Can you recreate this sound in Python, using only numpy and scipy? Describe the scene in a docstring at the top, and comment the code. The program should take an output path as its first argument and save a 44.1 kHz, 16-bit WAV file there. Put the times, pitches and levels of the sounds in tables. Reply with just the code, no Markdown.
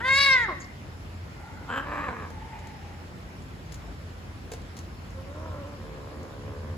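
"""Two cats in a wire cage

Two cats on a board, close to a phone with a microphone at each end. A yowl, a trill, a hoarse
double cry, another trill, and later a moan and a growl: pulses and breath through throat resonances.
Claws tick and drag as short noise bursts, and a faint squeak is narrow noise.
The room adds an echo made of sparse taps, shaped air noise and three fuzzy low tones.
"""
import sys
import numpy as np
from scipy import signal
from scipy.fft import rfft, irfft, next_fast_len
from scipy.io import wavfile
from scipy.ndimage import uniform_filter1d

SR = 44100
rng = np.random.default_rng(int(sys.argv[2]) if len(sys.argv) > 2 else 0)


def to_wav(s):
    """Save 16-bit WAV."""
    ch = np.atleast_2d(s).T  # columns
    pcm = np.round(np.clip(ch, -1, 1) * 32767)  # PCM
    wavfile.write(sys.argv[1], SR, pcm.astype(np.int16))


N = 298557  # length [samples]

# Color of the air noise: (frequency [Hz], relative level per Hz [dB])
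AIR_COLOR = [(24, -53), (33, -23), (50, 3.5), (90, -3), (125, -3), (200, -6), (400, -14), (1000, -18),
             (2000, -22.5), (4000, -31), (5300, -31.5), (7000, -38.5), (11000, -42), (16000, -48)]
AIR_DB = -42
# Stereo shape of the hiss, whose bands alternate between in-phase and opposed channels:
# (frequency [Hz], strength of the alternation before a limit of 0.98 [factor])
AIR_STEREO = [(100, 0.92), (400, 0.89), (1000, 0.2), (2000, 0.067), (4000, 0.25), (5500, 0.048),
              (7000, 1.15), (16000, 4.5)]
STEREO_CYCLE_S = 0.0002768  # the bands repeat every 1 / this many Hz
# Low hum tones: (frequency [Hz], width [Hz], relative level [dB])
HUM_TONES = [(58.3, 4.4, -21), (85.3, 6.8, 1.5), (99.9, 12.3, -6.5)]
# Level of the low hum over time: (time [s], level [dB])
HUM_LEVEL = [(0.0, -38), (0.51, -50), (1.21, -42.5), (1.7, -51), (2.4, -45.5), (4.5, -45.5), (5.0, -43.5),
             (5.62, -43), (6.77, -39.5)]
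# How long the echo rings, never under 0.05 s: (frequency [Hz], time to fall 60 dB [s])
ECHO_TIME = [(200, 0.77), (1000, 0.51), (2200, 0.67), (3600, 0.57), (6000, 0.54), (12000, 0.043)]
# How far the left microphone leads for nearby sounds: (frequency [Hz], phase lead [rad])
LEFT_LEAD = [(100, 0.012), (520, 0.41), (1030, 0.65), (1550, 1.1), (2070, 1.16), (2750, 0.56), (4500, 0.17),
             (5500, 3.6), (7400, 6.6), (9000, 11.9), (11000, 11), (13100, 16), (15000, 18.5)]
# How much louder the left microphone is: (frequency [Hz], left over right [dB])
LEFT_TILT = [(200, 0.5), (520, -3.5), (1030, 0), (1550, 1.5), (2500, -0.5), (4300, 3.5), (6000, 10),
             (7500, 0)]
EDGE_HZ = 15900  # top of the band
WIRE_HZ, WIRE_WIDTH_HZ, WIRE_DB = 2110, 16, -28  # one ring of the cage wire

SQUEAK_S, SQUEAK_LENGTH_S, SQUEAK_DB = 4.91, .2, -70
SQUEAK_HZ, SQUEAK_WIDTH_HZ = (4270, 4850), 220
# Claw drags: (start [s], rise [s], fall [s], ring [Hz], width [Hz], level [dB])
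CLAW_DRAGS = [(.592, 0.014, 0.022, 6780, 1500, -46.5), (.612, 0.0081, 0.013, 4750, 716, -52),
              (0.643, 0.002, 0.0043, 5100, 1110, -47)]
# Claw ticks: (time [s], scratch gain [dB], gain on the board's knock [dB])
CLAW_TICKS = [(2.302, -48.5, -44), (2.59, -51, -55), (2.67, -46.5, -63), (3.42, -51.5, -68),
              (3.721, -38.5, -58), (3.7425, -40.5, -62), (3.7535, -50, -54), (4.5163, -35.5, -36),
              (4.5232, -42, -45), (4.5346, -36, -36), (4.617, -52, -50), (4.767, -41.5, -52),
              (4.7744, -45, -48), (4.788, -39, -62), (5.104, -52, -52), (6.2298, -50, -47)]
# Color of the scratch: (frequency [Hz], relative level per Hz [dB])
CLAW_COLOR = [(300, -22), (2000, -5), (3900, -3), (4450, -2.5), (5200, -2.5), (6300, -0.5), (6950, 1.5),
              (7700, -4), (10000, -9), (16000, -20)]
# Ringing tones of the board: (frequency [Hz], relative level [dB], time to fall 60 dB [s])
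BOARD_TONES = [(472, 5.5, 0.069), (710, 0.5, 0.038), (1050, -7, 0.04), (1640, -3, 0.03), (2170, -5, 0.033),
               (2700, -10, 0.027)]

# Throat shapes, one resonance a row: (frequency [Hz], width [Hz], relative level [dB])
WIDE_THROAT = [(480, 170, -11), (1193, 290, -2), (1680, 430, 2), (2120, 230, 9.5), (2793, 62, -8),
               (3980, 520, -3.5), (4416, 370, -9.5), (4970, 780, -13.5), (5880, 300, -27),
               (7540, 1600, -22.5), (10540, 600, -14), (13900, 2900, -30)]
TIGHT_THROAT = [(260, 180, -5), (524, 140, -3), (1157, 360, 1), (1350, 230, 3), (1580, 184, 7),
                (2690, 470, -10.5), (3020, 260, -8.5), (7500, 470, -23), (11900, 830, -31)]
HOARSE_THROAT = [(522, 230, -5), (865, 77, -9), (1142, 380, 1), (1680, 330, -2), (2360, 320, -10.5),
                 (3940, 89, -23.5), (7470, 350, -32.5), (12260, 1300, -40)]
SHUT_THROAT = [(297, 180, 0), (523, 110, 9), (1045, 140, 2.5), (1340, 120, -2), (1660, 150, -11.5)]
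DEEP_THROAT = [(162, 112, 1.5), (234, 61, 1.5), (344, 88, -2), (446, 50, 1.5), (517, 108, 2),
               (1050, 293, -9), (1620, 300, -16)]
PINCHED_THROAT = [(882, 130, -0.5), (1460, 110, -3), (2110, 180, -8)]
NASAL_THROAT = [(752, 52, -3.5), (881, 69, 11), (1520, 37, -12), (2020, 780, -6), (2350, 240, -22)]
# Chest resonances that keep the cry's lowest overtones clear:
# (frequency [Hz], width [Hz], relative level [dB])
CHEST = [(262, 320, -0.5), (483, 370, -1)]
CHEST_DB = -45.5  # at full effort
STRAIN_HZ = 2700  # resonances above this follow the strain
SHEEN_BAND_HZ = (6600, 9000)  # resonances here follow the sheen instead
SQUEAL_BAND_HZ = (4200, 6000)  # resonances at the back of the throat that can flare

# Growl: (time [s], pulse rate [pulses/s], effort [dB], roughness [0-1], mouth opening [factor])
GROWL = [(5.76, 75, -56, .15, .92), (5.8, 75, -44.5, .12, .99), (5.95, 74.5, -44.5, .12, 1),
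         (6.05, 73, -46, .3, 1), (6.2, 73.4, -44, .4, 1.05), (6.34, 69, -46.5, .25, .97),
         (6.5, 71.3, -43, .2, 1), (6.6, 73, -43, .22, .98), (6.77, 76, -43.5, .3, .94)]
# Moan: (time [s], pitch [Hz], effort [dB])
MOAN = [(5.1, 265.7, -73), (5.18, 261.7, -44), (5.25, 271.3, -60), (5.3, 279.8, -46), (5.38, 303.5, -43.5),
        (5.45, 325.4, -42), (5.5, 304.7, -43), (5.58, 290.4, -41.5), (5.635, 271.5, -44.5),
        (5.67, 294.8, -45), (5.75, 289.6, -46), (5.8, 260, -68)]
# Two trills: (time [s], pulse rate [pulses/s], effort [dB], mouth opening [factor])
TRILLS = [
    [(1.36, 24, -57, 0.99), (1.45, 23, -48, 0.96), (1.7, 20, -54, 0.98)],
    [(2.3, 31, -55, 1), (2.37, 32, -48.5, 0.97), (2.46, 32.3, -45.5, 1), (2.495, 29.6, -51, 1),
     (2.54, 28.6, -42.5, 1.035), (2.575, 32, -45.5, 0.99), (2.612, 27, -53, 0.95), (2.65, 29, -46.5, 0.994),
     (2.755, 27, -50, 0.98), (2.785, 29, -54, 0.91), (2.87, 22.4, -51, 0.93), (3.05, 29, -59, 0.96)],
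]
# Double cry, first half: (time [s], pitch [Hz], effort [dB], mouth opening [factor])
RASP = [(1.65, 271, -56, 0.74), (1.682, 256.4, -42, 0.77), (1.688, 251, -40, 0.87),
        (1.704, 245.2, -32.5, 0.91), (1.722, 238.7, -31.5, 0.99), (1.75, 260.3, -31, 0.98),
        (1.78, 288.3, -28.5, 1.03), (1.793, 287, -31.5, 0.97), (1.81, 286.6, -34.5, 0.97),
        (1.82, 290.4, -38, 1.02), (1.85, 304, -42, 1.03)]
# Double cry, second half: (time [s], pitch [Hz], effort [dB], mouth opening [factor])
CRY = [(1.84, 286.4, -43, .8), (1.88, 293.2, -37, 1), (1.95, 299, -32.5, 0.99), (2.02, 282.3, -33, 0.95),
       (2.05, 292.7, -34, 1.07), (2.09, 270.6, -32.5, 0.93), (2.125, 229.8, -38.5, 0.84),
       (2.16, 223, -41, 1), (2.25, 214.2, -40.5, 0.98), (2.32, 204, -61, 0.75)]
# Yowl: (time [s], pitch [Hz], effort [dB], roughness [0-1], mouth opening [factor],
# strain of the upper throat [dB], sheen near 7 kHz [dB])
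YOWL = [(0, 439, -27.5, 0.33, 0.73, 1, -6), (.03, 486.6, -33.5, 0.1, 0.88, -8, -2),
        (.055, 522, -24, 0.09, 0.89, -4, -7), (.08, 519.3, -20, 0.08, 0.88, -0.5, -1.5),
        (.1, 530.2, -20, 0.06, 0.98, -5, -4), (.15, 543.7, -20.5, 0.05, 0.98, 4.5, 8),
        (.19, 558.7, -18, 0.06, .99, 5.5, 4.5), (.24, 576.5, -19, 0.05, 1, 7.5, 2),
        (.262, 567, -18, 0.07, 0.98, 4.5, 1), (.28, 555, -18, 0.04, 0.98, 2, 0.5),
        (.32, 531, -17, 0.04, 0.99, 0.5, -9), (.355, 516.7, -19, 0, 0.938, -8, -4),
        (.375, 497, -22, .05, 0.94, -2, 0), (.445, 456.6, -27, 0.08, 0.865, -5, 2),
        (.472, 415, -38, 0.1, 0.67, -34, -10), (.492, 372.8, -28, .15, 0.55, -11, -13),
        (.52, 304, -35.5, 0.25, 0.5, -14, -12), (.58, 248.6, -55, 0.12, .46, -18, -12)]
# Cracks in the yowl: (time [s], pitch loss before shaping [share], depth of the dip [dB])
CRACKS = [(.094, -.017, -3), (.195, .045, -6), (.219, .034, -2.5), (.24, .042, -2.5), (.253, .034, -6),
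          (.292, .02, -1.5)]
CRACK_S, RECOVER_S, DIP_S = .002, .016, .004  # time constants: pitch slips, pitch returns, level dips
SQUEAL_S, SQUEAL_LENGTH_S, SQUEAL_DB = 0.337, .013, 13  # a short flare as the yowl starts down
FLARE_S, FLARE_LENGTH_S, FLARE_DB = .232, .04, 6  # a broader swell over the top of the yowl
PAIRED_S = (.196, .27)  # span where long and short cycles alternate most
FLUTTER_DB = .28  # each overtone wavers on its own, by this times its number


def amp(db):
    """Turns decibels into a gain."""
    return 10 ** (np.asarray(db) / 20)


def evened(x):
    """Scales a sound to an rms (average strength) of 1."""
    return x / np.sqrt(np.mean(x ** 2) + 1e-20)


def read_spectrum(points, hz):
    """Reads a (frequency, value) table, with straight lines on a log frequency axis."""
    f, value = np.transpose(points)
    return np.interp(np.log(hz + 1), np.log(f + 1), value)


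def curves(rows):
    """Gives the time axis and the columns of a table, joined by straight lines."""
    s, *columns = np.transpose(rows)
    t = np.arange(s[0], s[-1], 1 / SR)
    return t, *(np.interp(t, s, c) for c in columns)


def add(mix, s, sound):
    """Mixes a sound in at s seconds."""
    part = mix[round(s * SR):][:len(sound)]
    part += sound[:len(part)]


def resonate(x, hz, width):
    """Shifts the frequency hz to zero, smooths twice, shifts back: a steep resonance of gain 1."""
    turn = np.exp(2j * np.pi * np.cumsum(hz * np.ones(len(x))) / SR)
    r = np.exp(-np.pi * width / SR)
    smooth = signal.lfilter([(1 - r) ** 2], [1, -2 * r, r * r], x / turn + 1e-18)
    return 2 * (turn * smooth).real


def pair(a, b, same):
    """Makes two channels from two unrelated spectra: same = 1 is in phase, -1 is opposed."""
    mid, side = np.sqrt((1 + same) / 2) * a, np.sqrt((1 - same) / 2) * b
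    return np.array([mid + side, mid - side])


def air():
    """Steady colored room noise in stereo, with faint drifting patches."""
    f = np.fft.rfftfreq(N, 1 / SR)
    # plain stereo shaping: in-phase and opposed bands alternate, strongest in the treble
    same = np.clip(read_spectrum(AIR_STEREO, f) * np.cos(2 * np.pi * f * STEREO_CYCLE_S), -.98, .98)
    spectra = pair(*rfft(rng.standard_normal((2, N))), same)
    noise = irfft(spectra * amp(read_spectrum(AIR_COLOR, f)), N)
    # smooth random levels over time and frequency
    patches = rng.standard_normal((N // 128 + 5, 257))
    patches = uniform_filter1d(patches, size=20, axis=0)
    patches = evened(uniform_filter1d(patches, size=8, axis=1)).T
    z = signal.stft(noise, nperseg=512, noverlap=384)[2]
    z = z * amp(1.2 * patches[:, :z.shape[2]])
    return amp(AIR_DB) * evened(signal.istft(z, nperseg=512, noverlap=384)[1][:, :N])


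def hum():
    """Low room hum: noise through narrow resonances gives three fuzzy tones that waver at random."""
    tones = sum(amp(db) * evened(resonate(rng.standard_normal(N), hz, w)) for hz, w, db in HUM_TONES)
    s, db = np.transpose(HUM_LEVEL)
    return amp(np.interp(np.arange(N) / SR, s, db)) * evened(tones)


def room(x):
    """Echoes as sparse taps of random sign, each frequency band dying at its own speed."""
    taps = np.zeros((2, SR))
    at = np.arange(400, SR - 20, 20) + rng.integers(0, 20, (2, (SR - 401) // 20))
    np.put_along_axis(taps, at, rng.choice([-1., 1.], at.shape), 1)
    hz, t, z = signal.stft(taps, SR, nperseg=256)
    t60 = np.maximum(read_spectrum(ECHO_TIME, hz), .05)
    tail = signal.istft(z * amp(-60 * t / t60[:, None]), SR, nperseg=256)[1]
    return signal.fftconvolve(x[None], tail / np.linalg.norm(tail[0]), axes=1)[:, :N]


def ports(x):
    """Direct sound at the two microphones: half the lead and half the tilt goes to each."""
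    size = next_fast_len(N + 4096)
    hz = np.fft.rfftfreq(size, 1 / SR)
    half = np.exp(.5j * read_spectrum(LEFT_LEAD, hz)) * amp(.5 * read_spectrum(LEFT_TILT, hz))
    return irfft(rfft(x, size) * np.array([half, 1 / half]), size)[:, :N]


def squeak():
    """A faint thin squeak: two fuzzy high whistles of narrow noise swell and fade together."""
    noise = rng.standard_normal(round(SQUEAK_LENGTH_S * SR))
    tones = sum(evened(resonate(noise, hz, SQUEAK_WIDTH_HZ)) for hz in SQUEAK_HZ)
    out = np.zeros(N)
    add(out, SQUEAK_S, amp(SQUEAK_DB) * tones * signal.windows.tukey(len(noise), .5))
    return out


def scrapes():
    """A claw drags over the board: noise swells in one resonance and dies."""
    out, t = np.zeros(N), np.arange(4096) / SR
    for s, rise, fall, hz, width, db in CLAW_DRAGS:
        noise = rng.standard_normal(4096)
        shape = np.minimum(t / rise, 1) ** 2 * np.exp(-np.maximum(t - rise, 0) / fall)
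        add(out, s, amp(db) * shape * evened(resonate(noise, hz, width)))
    return out


def claws():
    """Each tick is a short scratch of noise plus a knock that rings the board's tones."""
    out, t = np.zeros(N), np.arange(4096) / SR
    knock = sum(amp(db - 60 * t / t60) * np.sin(2 * np.pi * hz * t) for hz, db, t60 in BOARD_TONES)
    knock = knock * (1 - np.exp(-(t / 0.0024) ** 2))  # the paw lands just after the claw
    color = amp(read_spectrum(CLAW_COLOR, np.fft.rfftfreq(4096, 1 / SR)))
    # quick start, fast fall and a weak longer tail
    shape = (1 - np.exp(-(t / .001) ** 2)) * (np.exp(-t / .003) + .2 * np.exp(-t / .024))
    for s, db, knock_db in CLAW_TICKS:
        scratch = evened(irfft(rfft(rng.standard_normal(4096)) * color))
        add(out, s, amp(db) * scratch * shape + amp(knock_db) * knock)
    return out


def fold_tone(t, turns, tilt, count, flutter_db):
    """The vocal folds' overtones, each with its own slow waver in level."""
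    steps = rng.standard_normal((count, 60))  # one new value every 20 ms
    tone = 0
    for k in range(1, count):
        waver_db = flutter_db * k * np.interp((t - t[0]) * 50, np.arange(60), steps[k])
        tone = tone + k ** tilt * amp(waver_db) * np.cos(2 * np.pi * k * turns)
    return tone


def throat_sound(drive, throat, mouth, jaw_hz, strain_db, squeal_db, sheen_db):
    """Sums the throat's resonances; the mouth moves those below jaw_hz."""
    voice = 0
    for f, width, db in throat:
        if SHEEN_BAND_HZ[0] < f < SHEEN_BAND_HZ[1]:
            db = db + sheen_db
        elif f > STRAIN_HZ:
            db = db + strain_db
        if SQUEAL_BAND_HZ[0] < f < SQUEAL_BAND_HZ[1]:
            db = db + squeal_db
        moved_hz = f * (mouth if f < jaw_hz else 1)
        voice = voice + amp(db) * resonate(drive, moved_hz, width)
    return voice


def call(t, hz, effort_db, throat, rough, jitter, shimmer_db, paired, throb_hz, throb_db, breath,
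         count, mouth=1, strain_db=0, squeal_db=0, sheen_db=0, jaw_hz=SR, soft=0, hiss=0, wander=0,
         flutter_db=0, size=6000):
    """Vocal-fold pulses, uneven in time and size, and puffs of breath pass the throat."""
    rough = np.clip(rough, 0, 1)
    wobble = evened(uniform_filter1d(rng.standard_normal(N), size=150))[:len(t)]
    # a restless tongue smears the resonances
    tongue = evened(uniform_filter1d(rng.standard_normal(N), size=900))[:len(t)]
    mouth = mouth * (1 + wander * tongue)
    turns = np.cumsum(hz * (1 + jitter * rough * wobble)) / SR
    # long and short cycles alternate, which adds tones between the overtones
    turns = turns + paired * rough ** 2 * np.cos(np.pi * turns)
    cycle = np.round(turns).astype(int)
    # a slower flap of tissue beats on the pulses
    throb = np.cos(2 * np.pi * (throb_hz * t + 0.11 * wobble))
    uneven_db = shimmer_db * rng.standard_normal(1000)[cycle] + throb_db * throb
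    pulse = amp(rough * uneven_db)
    # weak effort closes the folds softly: weaker high overtones
    tilt = soft * (effort_db - effort_db.max()) / 20
    folds = pulse * fold_tone(t, turns, tilt, count, flutter_db)
    puffs = pulse * (0.92 + np.exp(-(turns % 1) / 1.2)) * rng.standard_normal(len(t))
    drive = (1 - breath * rough) * evened(folds) + breath * rough * evened(puffs)
    # air past the teeth, mostly treble
    drive = drive + hiss * evened(np.diff(puffs, 2, prepend=[0, 0]))
    voice = throat_sound(drive, throat, mouth, jaw_hz, strain_db, squeal_db, sheen_db)
    # even out the voice over `size` samples so that the effort sets its level
    level = np.sqrt(uniform_filter1d(voice ** 2, size=size) + 1e-12)
    return t[0], amp(effort_db) * voice / level * signal.windows.tukey(len(t), .04)


def growl():
    """Slow uneven pulses and breath in a deep throat."""
    t, rate, effort_db, rough, mouth = curves(GROWL)
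    return call(t, rate, effort_db, DEEP_THROAT, rough, mouth=mouth, jitter=.26, shimmer_db=4.,
                paired=0, throb_hz=25, throb_db=1., breath=1, count=30, wander=.04)


def moan():
    """A soft breathy voice with few overtones through a nearly shut throat."""
    return call(*curves(MOAN), SHUT_THROAT, rough=.32, jitter=.1, shimmer_db=6., soft=.5, paired=.2,
                throb_hz=70, throb_db=9., breath=.75, count=9, wander=.015)


def trill(throat, rows):
    """Slow breathy pulses swell and fade while their rate and the mouth opening shift."""
    t, rate, effort_db, mouth = curves(rows)
    return call(t, rate, effort_db, throat, rough=.9, jitter=0.3, shimmer_db=1., paired=0,
                throb_hz=8.7, throb_db=0.5, breath=1, count=90, mouth=mouth, size=2500, wander=.012)


def rasp():
    """First half of the double cry: a tight throat and a strong, fast throb."""
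    t, hz, effort_db, mouth = curves(RASP)
    return call(t, hz, effort_db, TIGHT_THROAT, rough=.54, jitter=.17, shimmer_db=4., paired=0,
                throb_hz=84, throb_db=8., soft=.7, breath=.42, jaw_hz=2500, count=44, mouth=mouth,
                wander=.02, size=2500)


def cry():
    """Second half of the double cry: hoarse folds and breath."""
    t, hz, effort_db, mouth = curves(CRY)
    return call(t, hz, effort_db, HOARSE_THROAT, rough=.55, jitter=.16, shimmer_db=5., paired=.07,
                throb_hz=95, throb_db=5., soft=.3, breath=.45, jaw_hz=2500, count=44, mouth=mouth,
                size=3000, wander=.025)


def cry_chest():
    """The cry's two lowest overtones, less rough, following its effort more gently."""
    t, hz, effort_db, _ = curves(CRY)
    chest_db = CHEST_DB + .35 * (effort_db - effort_db.max())
    return call(t, hz, chest_db, CHEST, rough=.36, jitter=.12, shimmer_db=5., paired=0,
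                throb_hz=95, throb_db=3., breath=.3, count=3)


def yowl():
    """The long arching call: clear, strained at the top, its pitch cracking now and then."""
    t, hz, effort_db, rough, mouth, strain_db, sheen_db = curves(YOWL)
    squeal_db = SQUEAL_DB * np.exp(-((t - SQUEAL_S) / SQUEAL_LENGTH_S) ** 2)
    squeal_db = squeal_db + FLARE_DB * np.exp(-((t - FLARE_S) / FLARE_LENGTH_S) ** 2)
    at_top = 1. * (t > PAIRED_S[0]) * (t < PAIRED_S[1])
    paired = .5 + 1.8 * uniform_filter1d(at_top, size=300)
    pitch_loss, dips_db = 0, 0
    for at, share, db in CRACKS:
        since = np.maximum(t - at, 0)
        pitch_loss = pitch_loss + share * (np.exp(-since / RECOVER_S) - np.exp(-since / CRACK_S))
        dips_db = dips_db + db * np.exp(-((t - at - DIP_S) / DIP_S) ** 2)
    s, voice = call(t, hz * (1 - pitch_loss), effort_db, WIDE_THROAT, rough, jitter=.14, shimmer_db=8.,
                    paired=paired, sheen_db=sheen_db, throb_hz=45, throb_db=8., breath=.7, count=17,
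                    mouth=mouth, strain_db=strain_db, squeal_db=squeal_db, soft=.9, hiss=.55,
                    flutter_db=FLUTTER_DB)
    return s, amp(dips_db) * voice


def cats():
    """Places every call at its own time."""
    out = np.zeros(N)
    for voice in (yowl, rasp, cry, cry_chest, moan, growl):
        add(out, *voice())
    for rows, throat in zip(TRILLS, (PINCHED_THROAT, NASAL_THROAT)):
        add(out, *trill(throat, rows))
    return out


def scene():
    """Cats and claws near the phone, their echo, and the room."""
    near = cats() + claws() + scrapes() + squeak()
    near = near + amp(WIRE_DB) * resonate(near, WIRE_HZ, WIRE_WIDTH_HZ)
    dull = signal.lfilter(*signal.butter(2, 5000, fs=SR), near)  # walls swallow the treble
    echo = amp(-13) * room(dull)
    return ports(near) + echo + air() + hum()


def record(dry):
    """Limits the band: a steep filter removes what lies above EDGE_HZ."""
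    lowpass = signal.firwin(511, EDGE_HZ, window=("kaiser", 9), fs=SR)
    return signal.oaconvolve(dry, lowpass[None], "same")


dry = scene()
out = record(dry)
to_wav(out)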